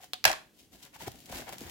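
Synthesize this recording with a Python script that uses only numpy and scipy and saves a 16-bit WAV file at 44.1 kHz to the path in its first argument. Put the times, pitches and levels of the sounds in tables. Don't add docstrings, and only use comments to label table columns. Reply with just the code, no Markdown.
import sys
import numpy as np
from scipy import signal
from scipy.fft import rfft, irfft
from scipy.io import wavfile
from scipy.ndimage import uniform_filter1d

SR = 44100
rng = np.random.default_rng(int(sys.argv[2]) if len(sys.argv) > 2 else 0)


def store_wav(level_fs):
    pcm = np.round(np.clip(np.atleast_2d(level_fs), -1, 1) * 32767)
    wavfile.write(sys.argv[1], SR, pcm.T.astype(np.int16))


N = 74970
TIME = np.arange(N) / SR
OBJECT_LAG_S, PAPER_LAG_S = .00025, -.000079


def undb(db):
    return 10 ** (np.asarray(db) / 20)


def unit(x):
    return x / np.sqrt(np.mean(x ** 2))


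def fade(t, t60):
    return np.exp(-np.log(1000) * t / t60)


def butter(x, hz, kind):
    return signal.sosfilt(signal.butter(2, hz, kind, fs=SR, output="sos"), x)


def convolve(x, response):
    return signal.fftconvolve(np.atleast_2d(x), np.atleast_2d(response), axes=1)[:, :N]


def colour(x, points, tilt_db=0):
    size = 4096
    octave = np.log2(np.maximum(np.arange(size // 2 + 1) * SR / size, 1))
    hz, db = np.array(points).T
    gain = unit(undb(np.interp(octave, np.log2(hz), db) + tilt_db * octave))
    cepstrum = irfft(np.log(gain))
    cepstrum[1:size // 2] *= 2
    cepstrum[size // 2 + 1:] = 0
    return convolve(x, irfft(np.exp(rfft(cepstrum))))


def delay(x, s):
    silence = np.zeros(x.shape[:-1] + (int(s * SR),))
    return np.concatenate([silence, x], axis=-1)[..., :N]


def stereo(x, lag_s, width):
    left, right = np.sqrt(1 - width ** 2) * x[0] + width * x[1:]
    return np.array([delay(left, max(lag_s, 0)), delay(right, max(-lag_s, 0))])


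def wander(rate_hz):
    size = int(SR / rate_hz)
    return unit(uniform_filter1d(uniform_filter1d(rng.standard_normal(N), size), size))


def burst(decay_s, crack=0):
    size = 2048
    chatter = rng.standard_normal((3, size)) * np.exp(-TIME[:size] / decay_s)
    chatter[:, 0] -= 2 * crack
    even = irfft(np.exp(1j * np.angle(rfft(chatter))))[:, :size // 2]
    return unit(np.pad(even, ((0, 0), (0, N - size // 2)))) / np.sqrt(N)


# f/Hz, level/dB
ROOM_TONE = [(30, -13.5), (90, -6.5), (300, -6.5), (1000, -25.5), (4000, -25.5), (16000, -30.5)]


def room_tone():
    return undb(-65) * colour(stereo(rng.standard_normal((3, N)), 0, width=.52), ROOM_TONE)


def room(x, gap_s=.0016, build_s=.00076):
    t = np.maximum(TIME - gap_s, 0)
    noise = stereo(rng.standard_normal((3, N)), 0, width=.91)
    low = butter(noise, 3500, "low") * fade(t, t60=.31)
    high = butter(noise, 3500, "high") * fade(t, t60=.28)
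    tail = (low - high) * (1 - np.exp(-t / build_s))
    return convolve(x, unit(tail) / np.sqrt(N))


def contact(decay_s):
    return stereo(burst(decay_s, crack=1), OBJECT_LAG_S, width=.87)


def ring(blows, modes, rise_s=.0011):
    arrival = TIME - np.array([[OBJECT_LAG_S], [0]])
    tones = np.zeros((2, N))
    for hz, db, t60 in modes:
        phase = rng.uniform(0, 2 * np.pi) + rng.normal(0, .33, (2, 1))
        tones += undb(db) * np.sin(2 * np.pi * hz * arrival + phase) * fade(TIME, t60)
    return convolve(tones * (1 - np.exp(-TIME / rise_s)), blows)


def thumps(rows, lag_s, rise_s=.0014):
    direct = np.zeros(N)
    for s, db, hz, decay_s in rows:
        t = np.maximum(TIME - s, 0)
        swing = np.sin(2 * np.pi * hz * t + .5 * wander(2 * hz))
        shape = (1 - np.exp(-t / rise_s)) * np.exp(-t / decay_s)
        direct += undb(db) * butter(swing * shape / shape.max() + 1e-18, hz / 2, "high")
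    return np.array([delay(direct, lag_s), direct]) + undb(-14) * room(direct)


# t/s, relative level/dB
CLICKS = [(.134, -13), (0.1407, -22)]
# f/Hz, level/dB
CLICK_COLOUR = [(100, -7), (500, -8), (750, -5), (1900, -8), (3200, 1), (4500, 1.5), (5000, -7),
                (16000, -19)]
# f/Hz, relative level/dB, t60/s
CLICK_MODES = [(735, 0, .11), (1244, -7, .12), (1580, -4, .11), (3435, -8, .16)]


def click():
    direct, blows = np.zeros((2, N)), np.zeros(N)
    for s, db in CLICKS:
        direct += undb(db) * delay(contact(decay_s=.0014), s)
        blows[int(s * SR)] += undb(db)
    hits = colour(direct + undb(-12) * room(blows), CLICK_COLOUR)
    return undb(7) * (hits + undb(-36) * ring(blows, CLICK_MODES))


# t/s, relative level/dB, tilt/(dB/octave), chatter decay/s, ring and room send/dB
SNAPS = [(.2412, -9.5, 1.5, .002, -12), (.252, -4, -1.5, 0.0014, -1), (.2532, 0, 3, 0.002, -15)]
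# t/s, relative level/dB, tilt/(dB/octave)
RATTLE = [(.2782, -16, .6), (.2805, -17, 0), (.2963, -18.5, .6), (.3153, -16.5, 1.5), (.3288, -19, .3)]
# f/Hz, level/dB
SNAP_COLOUR = [(100, -20.5), (490, -22.5), (700, 1.5), (1100, -4.5), (1800, 3.5), (2700, -0.5), (3400, -8),
               (4300, -5), (5600, -4), (8000, -17), (12500, -15), (16000, -21)]
# f/Hz, level/dB
ROOM_COLOUR = [(80, -10), (180, -13.5), (480, -6), (720, -6), (1150, -7.5), (1700, -4), (3400, -10.5),
               (12500, -22.5), (16000, -32.5)]
# f/Hz, relative level/dB, t60/s
TABLE_MODES = [(636, 7, .28), (750, 5, .14), (890, 4, .26), (1107, 2, .26), (1381, 3, .28), (1573, 3, .2),
               (1670, 9, .13), (1788, 3, .26), (2197, 2, .22), (2608, 4, .22)]


def snap_and_rattle():
    direct, blows = np.zeros((2, N)), np.zeros(N)
    rattle = [(*row, .0016, -18) for row in RATTLE]
    for s, db, tilt_db, decay_s, send_db in list(SNAPS) + rattle:
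        direct += undb(db) * delay(colour(contact(decay_s), SNAP_COLOUR, tilt_db), s)
        blows[int(s * SR)] += undb(db + send_db)
    return undb(11) * (direct + undb(-43) * ring(blows, TABLE_MODES) + room(colour(blows, ROOM_COLOUR)))


# t/s, relative level/dB, f/Hz, decay/s
KNOCKS = [(.3006, -20, 780, .0025), (.3095, -28, 750, .002), (.336, -28, 1100, .002)]


def knocks():
    return undb(.5) * thumps(KNOCKS, OBJECT_LAG_S)


# t/s, relative level/dB, f/Hz, decay/s
POPS = [(.002, -50, 730, .008), (.036, -46, 730, .009), (.63, -50, 250, .003), (.96, -43, 880, .004),
        (1.0055, -39, 900, .005), (1.073, -33, 370, .006), (1.0795, -29, 760, .002), (1.08, -34, 120, .007),
        (1.3245, -32, 720, .004), (1.328, -40, 50, .03), (1.396, -35, 600, .003), (1.49, -36, 760, .004),
        (1.525, -38, 780, .002), (1.532, -37, 640, .002), (1.6132, -31, 260, .003), (1.648, -42, 78, .025)]


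def buckling():
    return undb(-1.5) * thumps(POPS, lag_s=0)


def fibre_slips(width, slips_per_s=4500, spread_db=1.6, flutter_db=2.6):
    present = rng.random(N) < slips_per_s / SR
    strength = undb(spread_db * np.minimum(rng.exponential(size=N), 5))
    slips = rng.standard_normal((3, N)) * present * strength
    flurries = undb(flutter_db * wander(120))
    return stereo(unit(slips * flurries), PAPER_LAG_S, width)


def stroke(peak_s, rise_s, fall_s):
    t = TIME - peak_s
    return np.exp(-(t / np.where(t < 0, rise_s, fall_s)) ** 2)


# peak t/s, rise/s, fall/s, then relative level/dB of crinkle, sheet and creak
STROKES = [(0.04, 0.025, 0.015, -51.5, -75.5, -51.5), (0.599, 0.043, 0.049, -62.5, -70.5, -85),
           (0.742, 0.02, 0.021, -56.5, -60, -61), (0.859, 0.075, 0.024, -58, -68.5, -59.5),
           (0.961, 0.024, 0.012, -55, -62, -48.5), (1.021, 0.027, 0.044, -48.5, -53.5, -49.5),
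           (1.077, 0.016, 0.0043, -48, -47.5, -41.5), (1.15, 0.03, 0.21, -60.5, -62, -65.5),
           (1.364, 0.07, 0.064, -46, -48, -44), (1.49, 0.024, 0.019, -51.5, -52.5, -44),
           (1.528, 0.013, .02, -53.5, -49.5, -44.5), (1.666, 0.088, .08, -49, -53.5, -50)]
# t/s, relative level/dB
TICKS = [(.0425, -23), (.758, -29), (.851, -23), (.9635, -26), (1.0085, -23), (1.021, -21), (1.073, -19),
         (1.0795, -13), (1.1175, -21), (1.157, -26), (1.2035, -25), (1.2575, -23), (1.264, -25),
         (1.3605, -17), (1.412, -19), (1.4915, -15), (1.5255, -18), (1.5325, -18), (1.5825, -15),
         (1.607, -17)]
# f/Hz, level/dB
CREAK_COLOUR = [(200, -40.5), (550, -2), (780, -2), (980, -2.5), (1220, -10.5), (1520, -4), (2300, -6.5),
                (6000, -35)]
# f/Hz, level/dB
CRINKLE_COLOUR = [(500, -27), (1200, -12.5), (2150, -4), (2950, 2.5), (4300, -0.5), (5900, -1.5),
                  (7200, -1), (9000, -6.5), (11500, -3.5), (16000, -7)]
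# f/Hz, level/dB
SHEET_COLOUR = [(25, -10.5), (50, 3.5), (330, 4), (500, -6), (750, -2.5), (1000, -16.5), (2500, -26.5),
                (8000, -25)]


def envelope(left_lead_db=2.5):
    power = np.zeros((3, N))
    for peak_s, rise_s, fall_s, *levels_db in STROKES:
        power += (undb(levels_db)[:, None] * stroke(peak_s, rise_s, fall_s)) ** 2
    bright, body, bend = np.sqrt(power)
    creak = undb(-3) * colour(fibre_slips(width=.94) * bend, CREAK_COLOUR)
    crinkle = undb(2) * colour(fibre_slips(width=.99) * bright, CRINKLE_COLOUR)
    sheet = undb(2.5) * colour(fibre_slips(width=.25) * body, SHEET_COLOUR)
    ticks = np.zeros((2, N))
    for s, db in TICKS:
        tick = stereo(burst(decay_s=.0022), PAPER_LAG_S, width=.99)
        ticks += undb(db - 4.5) * delay(tick, s)
    paper = crinkle + creak + sheet + colour(ticks, CRINKLE_COLOUR, tilt_db=1.5)
    pan = undb([[left_lead_db / 2], [-left_lead_db / 2]])
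    return paper * pan + undb(-7.5) * room(paper)


def scene():
    hard_object = click() + snap_and_rattle() + knocks()
    return hard_object + envelope() + buckling() + room_tone()


def record(dry, bass_hz=30, top_hz=16000):
    clipped = np.clip(butter(dry, bass_hz, "high"), -1, 1)
    return signal.sosfilt(signal.ellip(10, .2, 80, top_hz, fs=SR, output="sos"), clipped)


dry = scene()
out = record(dry)
store_wav(out)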